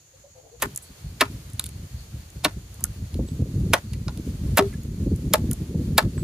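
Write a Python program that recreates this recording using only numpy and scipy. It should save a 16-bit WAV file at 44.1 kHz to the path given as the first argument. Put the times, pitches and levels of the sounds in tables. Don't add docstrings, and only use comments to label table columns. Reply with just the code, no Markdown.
import sys
import numpy as np
from scipy import signal
from scipy.fft import rfft, irfft, next_fast_len
from scipy.io import wavfile
from scipy.ndimage import uniform_filter1d

SR = 44100
rng = np.random.default_rng(int(sys.argv[2]) if len(sys.argv) > 2 else 0)


def unload_wav(signal):
    wavfile.write(
        sys.argv[1],
        SR,
        np.round(np.clip(np.atleast_2d(signal).T, -1, 1) * 32767).astype(np.int16),
    )


N = 274743

# (t/s, cut length/s, entry splinter level/dB, split splinter level/dB, snap level/dB, tear level/dB,
# edge delay/s, edge level/dB, edge centre f/Hz, knock level/dB, knock centre f/Hz,
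# thud delay/s, thud level/dB, thud pitch f/Hz)
KNIFE_BLOWS = [(0.6208, 0.0054, 5, -8, -22, -19, 0.0013, -22, 1460, -19.5, 1230, 0.0085, -25, 357),
               (1.2045, 0.0082, -18, 6.5, 7.5, 1, 0.0025, -15, 1275, -7.5, 1250, 0.014, -12.5, 302),
               (2.441, 0.0089, -5, 3, -13, 5.5, 0.0073, -20, 1730, -15, 960, 0.014, -14, 238),
               (3.7316, 0.0061, 0.5, 10, -9, 8.5, 0.0022, -8, 1510, -11, 920, .008, -27, 504),
               (4.5706, 0.018, 8.5, 11, 7, 1.5, 0.00169, -11, 1020, -3, 424, .018, 3, 393),
               (5.332, 0.005, -18, 14, -2, 6, 0.0024, -35, 1330, -14, 1330, 0.0053, -7.5, 665),
               (5.976, 0.0066, 3.5, 15.5, -3, 11, 0.0036, -9.5, 1370, -9, 870, .007, -8, 670)]


def amp(db):
    return 10 ** (np.asarray(db) / 20)


def in_time(rows):
    s, *columns = np.transpose(rows)
    return [np.interp(np.arange(N) / SR, s, c) for c in columns]


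def noise(spectrum, channels=1):
    hz, db = np.transpose(spectrum)
    size = next_fast_len(N)
    log_grid = np.log(np.fft.rfftfreq(size, 1 / SR) + 1)
    colour = amp(np.interp(log_grid, np.log(hz), db))
    out = irfft(rfft(rng.standard_normal((channels, size))) * colour)[:, :N]
    return out / out.std()


def drift(rate_hz):
    r = np.exp(-2 * np.pi * rate_hz / SR)
    slow = signal.lfilter([1], [1, -2 * r, r * r], rng.standard_normal(N + SR))[SR:]
    return slow / slow.std()


def butter(x, hz, kind, order=2):
    return signal.sosfilt(signal.butter(order, hz, kind, fs=SR, output="sos"), x)


def lump(t, rise_s):
    return t / rise_s * np.exp(1 - t / rise_s)


def add(track, s, sound):
    at = round(s * SR)
    track[..., at:at + sound.shape[-1]] += sound[..., :N - at]


def ring(force, hz, t60_s):
    r, w = amp(-60 / (t60_s * SR)), 2 * np.pi * hz / SR
    return signal.lfilter([.5, 0, -.5], [1, -2 * r * np.cos(w), r * r], force + 1e-18)


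def contacts():
    split_share = 0.61
    edge_share = 0.33
    entry_tear_db = -17.5
    entry_s, split_s, snap_s, stop_s = .003, .002, .0004, .0026
    rows, off = [], -np.inf
    for (s, cut_s, entry_db, split_db, snap_db, tear_db, edge_lag_s, edge_db, edge_hz,
         knock_db, knock_hz, thud_lag_s, thud_db, thud_hz) in KNIFE_BLOWS:
        split = s + split_share * cut_s
        rows += [(s, tear_db + entry_tear_db, entry_db, off, edge_hz, off, thud_hz, entry_s),
                 (s + edge_lag_s, off, off, edge_db, edge_hz, off, thud_hz, edge_share * cut_s),
                 (split, snap_db, off, off, edge_hz, off, thud_hz, snap_s),
                 (split, tear_db, split_db, off, edge_hz, off, thud_hz, split_s),
                 (s + cut_s, off, off, knock_db, knock_hz, off, thud_hz, stop_s),
                 (s + thud_lag_s, off, off, off, knock_hz, thud_db, thud_hz, stop_s)]
    return rows


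def small_contacts():
    # (t/s, click level/dB, splinter level/dB, knock level/dB, knock centre f/Hz)
    small_rows = [(0.748, -53, -18, -66, 710), (0.76, -57, -0.5, -57, 2430), (0.7744, -50, -0.5, -44, 1730),
                  (1.499, -57, -21, -62, 1410), (1.533, -56, -18, -62, 1320), (1.5946, -2.5, 6, -33, 1190),
                  (1.6124, -47, -27, -63, 1080), (1.64, -16.5, -6, -39, 2480), (1.659, -24, -11, -49, 1380),
                  (1.6628, -22.5, -8, -74, 719), (1.6896, -29, -14.5, -57, 783),
                  (2.302, -60, -22, -73, 1400), (2.437, -60, -42, -27, 760), (2.742, -52, -19, -50, 1930),
                  (2.791, -60, -50, -48, 1070), (2.806, -62, -17, -47, 1070),
                  (2.8393, -51, 11.5, -32.5, 1380), (3.1417, -22.5, -23, -51, 725),
                  (3.286, -28, -62, -68, 710), (3.752, -19, -4, -21.5, 715),
                  (3.933, -20.5, -17.5, -32, 2340), (3.938, -36, -27, -56, 1900),
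                  (4.076, -60, -60, -33.5, 1330), (4.0811, -13, -57, -30, 845),
                  (4.1732, -24.5, -19, -50, 714), (4.724, -50, -45, -42.5, 1920),
                  (4.734, -44, -25, -42, 1620), (4.833, -48, -19.5, -73, 740), (5.16, -56, -16.5, -70, 740),
                  (5.5118, -19, 1, -38.5, 1330), (5.531, -73, -1.5, -48, 736),
                  (6.1744, -46, -60, -37.5, 1250)]
    click_s, knock_lag_s, knock_s = .0011, 0.004, 0.00076
    rows, off = [], -np.inf
    for s, click_db, splinter_db, knock_db, knock_hz in small_rows:
        rows += [(s, click_db, splinter_db, off, knock_hz, off, knock_hz, click_s),
                 (s + knock_lag_s, off, off, off, knock_hz, knock_db, knock_hz, knock_s)]
    return rows


def fibre_bands():
    # (f/Hz, relative level/dB per Hz)
    tear_spectrum = [(300, -57), (900, -14), (1500, -28), (2500, -14), (4000, -4.5), (5500, -8.5),
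                     (8200, -11.5), (10000, -10), (13500, -11), (15000, -12), (16500, -10.5)]
    fibres = noise(tear_spectrum)[0] * amp(2.12 * drift(450))
    tear = butter(fibres, 6340, "low", order=4)
    splinter = butter(fibres, 6740, "high", order=6)
    return np.array([tear / np.abs(tear).max(), splinter / np.abs(splinter).max()])


def blows(rows, spread_db, detune, tail_db, flutter_db, focus_db, sustain):
    # (f/Hz, relative level/dB, t60/s before sustain)
    wood_modes = [(195, 7.5, 0.06), (285, 1, 0.045), (392, -5, 0.15), (530, 0, 0.03), (615, 1, .025),
                  (700, 2.5, 0.03), (845, -1, 0.042), (965, -1, .03), (1075, -1, 0.025), (1225, -3, 0.016),
                  (1410, 1.5, 0.02), (1720, 2, 0.024), (1960, -4, 0.018), (2270, -6, 0.016),
                  (2770, -4, .012)]
    tear_sharpness = 1.4
    knock_focus_db = 12
    flutter_rate_hz, flutter_above_hz = 70, 450
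    crumb_db, crumb_s, crumb_spread_db, crumb_rate_hz = -23.5, 0.011, 7, 250
    t, out = np.arange(SR // 4) / SR, np.zeros(N)
    bands = fibre_bands()
    usual = bands.std(1)
    crumbs = bands[0] * amp(crumb_db + crumb_spread_db * drift(crumb_rate_hz))
    mode_hz, mode_db, mode_t60 = np.transpose(wood_modes)
    flutter = drift(flutter_rate_hz)
    flutter_share = np.clip(np.log2(mode_hz / flutter_above_hz), 0, 1)[:, None]
    for s, tear_db, splinter_db, knock_db, knock_hz, thud_db, thud_hz, rise_s in rows:
        at = min(round(s * SR), N - len(t))
        swell = lump(t, rise_s)
        onset = 1 - np.exp(-t / rise_s)

        tear_swell = swell ** tear_sharpness
        torn = tear_swell * bands[:, at:at + len(t)]
        evened = usual * np.linalg.norm(tear_swell) / np.linalg.norm(torn, axis=1)
        sound = (amp([tear_db, splinter_db]) * evened) @ torn
        sound = sound + amp(tear_db) * crumbs[at:at + len(t)] * onset * np.exp(-t / crumb_s)

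        shaking = swell + amp(tail_db) * onset * np.exp(-t / .016)
        push = rng.standard_normal(len(t)) * shaking
        level_chance, pitch_chance = rng.standard_normal((2, len(wood_modes)))
        knock = amp(knock_db - knock_focus_db * np.log2(mode_hz / knock_hz) ** 2)
        thud = amp(thud_db - focus_db * np.log2(mode_hz / thud_hz) ** 2)
        strength = (knock + thud) * amp(mode_db + spread_db * level_chance)
        pitch_hz = mode_hz * (1 + detune * pitch_chance)
        rings = np.array([ring(push, hz, sustain * t60) for hz, t60 in zip(pitch_hz, mode_t60)])
        starts = rng.integers(0, N - len(t), (len(wood_modes), 1))
        rings = rings * amp(flutter_db * flutter_share * flutter[starts + np.arange(len(t))])
        add(out, s, sound + (strength / np.abs(rings).max(1)) @ rings)
    return out


def lead_in_noise():
    level_db, rise_s, band_hz = -31.5, 0.003, [970, 6730]
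    t, growth = np.arange(SR // 20) / SR, np.zeros(N)
    for s, *_ in KNIFE_BLOWS:
        add(growth, s - t[-1], np.exp((t - t[-1]) / rise_s))
    band = butter(rng.standard_normal(N), band_hz, "band")
    return amp(level_db) * growth * band / band.std()


def blade():
    # (t/s, level of each blade mode/dB x 3)
    tap_rows = [(0.821, -42, -41, -48), (3.274, -41.5, -75, -75), (6.176, -36, -84, -77)]
    # (f/Hz, t60/s)
    steel_modes = [(7865, .17), (9658, .14), (13210, .16)]
    out, t = np.zeros(N), np.arange(SR // 4) / SR
    for s, *levels_db in tap_rows:
        for (hz, t60), db in zip(steel_modes, levels_db):
            envelope = amp(db - 60 * t / t60) * (1 - np.exp(-t / .003))
            add(out, s, envelope * np.sin(2 * np.pi * hz * t + rng.uniform(0, 2 * np.pi)))
    return out


def ports(x):
    # (delay/s, level/dB)
    ground_echoes = [(.00031, -20), (.0004, -47)]
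    # (f/Hz, width/Hz)
    phase_turns = [(8600, 1200), (11700, 2000), (15000, 2200)]
    left, right = (x + amp(db) * np.interp(np.arange(N) - lag_s * SR, np.arange(N), x)
                   for lag_s, db in ground_echoes)
    for hz, width_hz in phase_turns:
        r, w = np.exp(-np.pi * width_hz / SR), 2 * np.pi * hz / SR
        poles = [1, -2 * r * np.cos(w), r * r]
        left = signal.lfilter(poles[::-1], poles, left)
    low_shade = 0.32 * butter(left, [550, 1000], "band", order=1)
    high_shade = 0.68 * butter(left, [4500, 8000], "band", order=1)
    return np.array([left - low_shade - high_shade, right])


def scatter(x, t60_low_s, t60_high_s, high_db):
    lump_db, lump_rate_hz = 4, 120
    t = np.arange(SR // 3) / SR
    lumps = amp(lump_db * drift(lump_rate_hz)[:2 * len(t)].reshape(2, -1))
    white = rng.standard_normal((2, len(t))) * (1 - np.exp(-t / 0.00043)) * lumps
    low = butter(white, [500, 2500], "band", order=1) * amp(-60 * t / t60_low_s)
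    high = butter(white[::-1], [2500, 13000], "band") * amp(high_db - 60 * t / t60_high_s)
    echoes = signal.fftconvolve(x[None], low + high, axes=1)[:, :N]
    return echoes * amp(lump_db * drift(lump_rate_hz))


def wind():
    # (t/s, steady buffet level/dB)
    steady_curve = [(0, -61), (.57, -57.5), (.63, -37.5), (1.0, -55.5), (1.1, -39), (2.4, -41),
                    (2.95, -38.5), (3.15, -34), (3.7, -29.5), (3.85, -34.5), (4.1, -32), (4.55, -31),
                    (4.7, -31.5), (5.1, -29.5), (6.23, -29.5)]
    # (f/Hz, relative level/dB per Hz)
    buffet_spectrum = [(20, -51.5), (35, -8.5), (55, 1), (90, 0), (140, -6), (220, -20), (400, -54.5)]
    # (f/Hz, relative level/dB per Hz)
    roar_spectrum = [(60, -16.5), (120, -8.5), (170, 0.5), (260, -5), (400, -14.5), (600, -29.5),
                     (900, -70.5)]
    # (t/s, buffet level/dB, roar level/dB)
    eddy_rows = [(0.651, -51, -35), (0.891, -42, -49), (1.042, -28, -49), (1.294, -52, -38.5),
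                 (1.534, -32, -54), (1.824, -52, -50), (2.558, -30, -45), (2.821, -30, -46),
                 (3.012, -28.5, -46), (3.149, -29, -31), (3.189, -22.5, -25), (3.318, -33.5, -61),
                 (3.391, -24.5, -26.5), (3.416, -25, -37), (3.458, -37, -36), (3.609, -20.5, -36),
                 (3.918, -28.5, -44), (4.258, -31.5, -34), (4.352, -38, -59), (4.445, -30.5, -42),
                 (4.522, -25.5, -39), (4.907, -36, -42), (5.06, -26, -26.5), (5.239, -35, -33.5),
                 (5.305, -45, -27), (5.435, -35, -26.5), (5.61, -37, -38), (5.74, -58, -24.5),
                 (5.791, -41, -40), (5.867, -31, -50), (6.044, -46, -31.5), (6.11, -58, -63),
                 (6.176, -26.5, -62)]
    roar_db, roar_slope = -33.5, 1.91
    eddies_per_s, eddy_db, eddy_spread_db = 13, -13.5, -11
    steady_db, = in_time(steady_curve)
    t = np.arange(SR // 4) / SR
    born = (rng.random(N) < eddies_per_s / SR) * amp(eddy_db + eddy_spread_db * rng.standard_normal(N))
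    lumpy = amp(4.0 * drift(16)) * (1 + signal.fftconvolve(born, lump(t, 0.008))[:N])
    buffet = lumpy * amp(steady_db)
    roar = lumpy * amp(roar_db + roar_slope * (steady_db + 29) + 2.0 * drift(26))
    deep, bright = noise(buffet_spectrum)[0], noise(roar_spectrum)[0]
    for s, eddy_buffet_db, eddy_roar_db in eddy_rows:
        for track, air, shape in ((buffet, deep, amp(eddy_buffet_db) * lump(t, 0.01)),
                                  (roar, bright, amp(eddy_roar_db) * lump(t, .009))):
            met = air[round(s * SR):][:len(t)]
            evened = np.linalg.norm(shape) / np.linalg.norm(shape[:len(met)] * met)
            add(track, s, shape * evened)
    crest = butter(rng.standard_normal(N), [350, 850], "band") * amp(7.5) * roar ** 2
    pressure = deep * buffet + bright * roar + crest + pops()
    return butter(butter(pressure, 900, "low", order=4), 45, "high")


def pops():
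    # (t/s, centred three half widths later; peak level/dB)
    pop_rows = [(3.152, -28), (3.19, -19), (3.197, -19), (3.286, -32), (3.392, -32), (3.42, -20),
                (3.456, -30), (3.65, -33), (4.273, -25.5), (4.523, -43), (5.06, -26.5), (5.069, -14.5),
                (5.248, -38), (5.311, -26), (5.439, -26), (5.746, -22), (6.064, -27), (6.168, -25)]
    half_width_s = 0.00072
    out, u = np.zeros(N), np.arange(-200, 200) / SR
    for s, db in pop_rows:
        width_s = half_width_s * rng.uniform(.85, 1.2)
        pulse = (1 - (u / width_s) ** 2) * np.exp(-(u / width_s) ** 2 / 2)
        add(out, s + 3 * half_width_s + u[0], rng.choice([-1, 1]) * amp(db) * pulse)
    return out


def orchard():
    # (f/Hz, relative level/dB per Hz)
    leaf_spectrum = [(180, -30), (300, -10), (500, -10.5), (900, -17), (1700, -18), (4400, -18.5),
                     (7500, -22), (10300, -23), (13800, -25), (14800, -24), (16500, -77)]
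    # (t/s, level/dB)
    rustle_curve = [(0.66, -49), (0.78, -53.5), (1.09, -53), (1.33, -50.5), (1.85, -51), (2.02, -52),
                    (2.6, -52), (4.16, -51), (4.61, -48), (4.83, -53), (5.03, -53.5), (5.51, -50.5),
                    (5.98, -52.5), (6.23, -49)]
    # (f/Hz, width/Hz, first scene level/dB, second scene level/dB, waver/dB)
    insect_bands = [(4420, 900, -69, -64, 3.0), (6730, 2200, -58.5, -60.5, .8)]
    scene_cut_s, first_leaves_db = .6, -60.5
    near_hz = 10500
    in_first = np.arange(N) < scene_cut_s * SR
    chorus = np.zeros((2, N))
    for hz, width_hz, first_db, second_db, waver_db in insect_bands:
        level_db = np.where(in_first, first_db, second_db) + waver_db * drift(7)
        chorus += amp(level_db) * noise([(hz - width_hz, -30), (hz, 0), (hz + width_hz, -30)], channels=2)
    leaves = noise(leaf_spectrum, channels=2)
    near = ports(butter(leaves[0], near_hz, "high", order=4))
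    leaves = butter(leaves, near_hz, "low", order=4) + near
    rustle_db, = in_time(rustle_curve)
    return leaves * amp(np.where(in_first, first_leaves_db, rustle_db) + 1.0 * drift(6.5)) + chorus


def bird():
    # (t/s, length/s, mid-hoot f/Hz, level/dB, arch depth/Hz, throb f/Hz, side tone level/dB)
    hoot_rows = [(0.132, 0.036, 529, -58, 4, 150, -76), (0.237, 0.035, 574, -50.5, 26, 149, -72),
                 (0.348, 0.055, 510, -54.5, -36, 168, -59.5), (0.424, 0.085, 453, -59, 10, 131, -54.5),
                 (0.513, 0.058, 480, -51.5, 107, 151, -62)]
    peak_share = 0.3
    out = np.zeros(N)
    waver, unsteady = drift(91), drift(44)
    for s, length_s, pitch_hz, db, arch_hz, throb_hz, side_db in hoot_rows:
        t = np.arange(round(length_s * SR)) / SR
        at = slice(round(s * SR), round(s * SR) + len(t))
        swell = np.sin(np.pi / 2 * np.interp(t / length_s, [0, peak_share, 1], [0, 1, 0])) ** 0.8
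        phase = 2 * np.pi * np.cumsum(pitch_hz - arch_hz * (2 * t / length_s - 1) ** 2) / SR
        throb = 2 * np.pi * throb_hz * t + 1.2 * unsteady[at]
        sides = np.sin(phase + throb) + 0.45 * np.sin(phase + 2 * throb) + 0.3 * np.sin(phase - throb)
        tone = np.sqrt(2) * amp(db + 2.0 * waver[at]) * np.sin(phase)
        add(out, s, swell * (tone + amp(side_db) * sides))
    return out


def scene():
    cuts = blows(contacts(), spread_db=1.5, detune=.02, tail_db=-18, flutter_db=3.5, focus_db=70, sustain=1)
    small = blows(small_contacts(), spread_db=1.5, detune=.015, tail_db=-20, flutter_db=1.5,
                  focus_db=170, sustain=1.7)
    small = butter(small, 11800, "low", order=3)
    cuts, small = butter([cuts, small], 170, "high")
    echoes = amp(-38) * scatter(cuts + amp(-5) * small, 0.093, 0.12, high_db=-7.5)
    near = ports(cuts + small + lead_in_noise() + blade())
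    hoots = bird()
    far = hoots + amp(-26.5) * scatter(hoots, 0.13, 0.1, high_db=-10)
    return near + echoes + wind() + orchard() + far


def record(dry):
    mono_below_hz, cutoff_hz = 450, 17100
    threshold_db, cut_per_db = -23.0, .45
    recovery_db_per_s, smoothing_s = 570.0, 0.0081
    mid = dry.mean(0)
    side = butter((dry[0] - dry[1]) / 2, mono_below_hz, "high")
    mic = mid + side * [[1], [-1]]
    level_db = 20 * np.log10(uniform_filter1d(np.abs(mic).max(0), 400) + 1e-6)
    fall_db = recovery_db_per_s * np.arange(N) / SR
    held_db = np.maximum.accumulate(level_db + fall_db) - fall_db
    over_db = np.maximum(held_db - threshold_db, 0)
    r = np.exp(-1 / (smoothing_s * SR))
    gain = amp(-cut_per_db * signal.lfilter([1 - r], [1, -r], over_db))
    rounded = butter(.8 * np.tanh(mic * gain / .8), 35, "high")
    return signal.sosfilt(signal.cheby2(14, 100, cutoff_hz, fs=SR, output="sos"), rounded)


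dry = scene()
out = record(dry)
unload_wav(out)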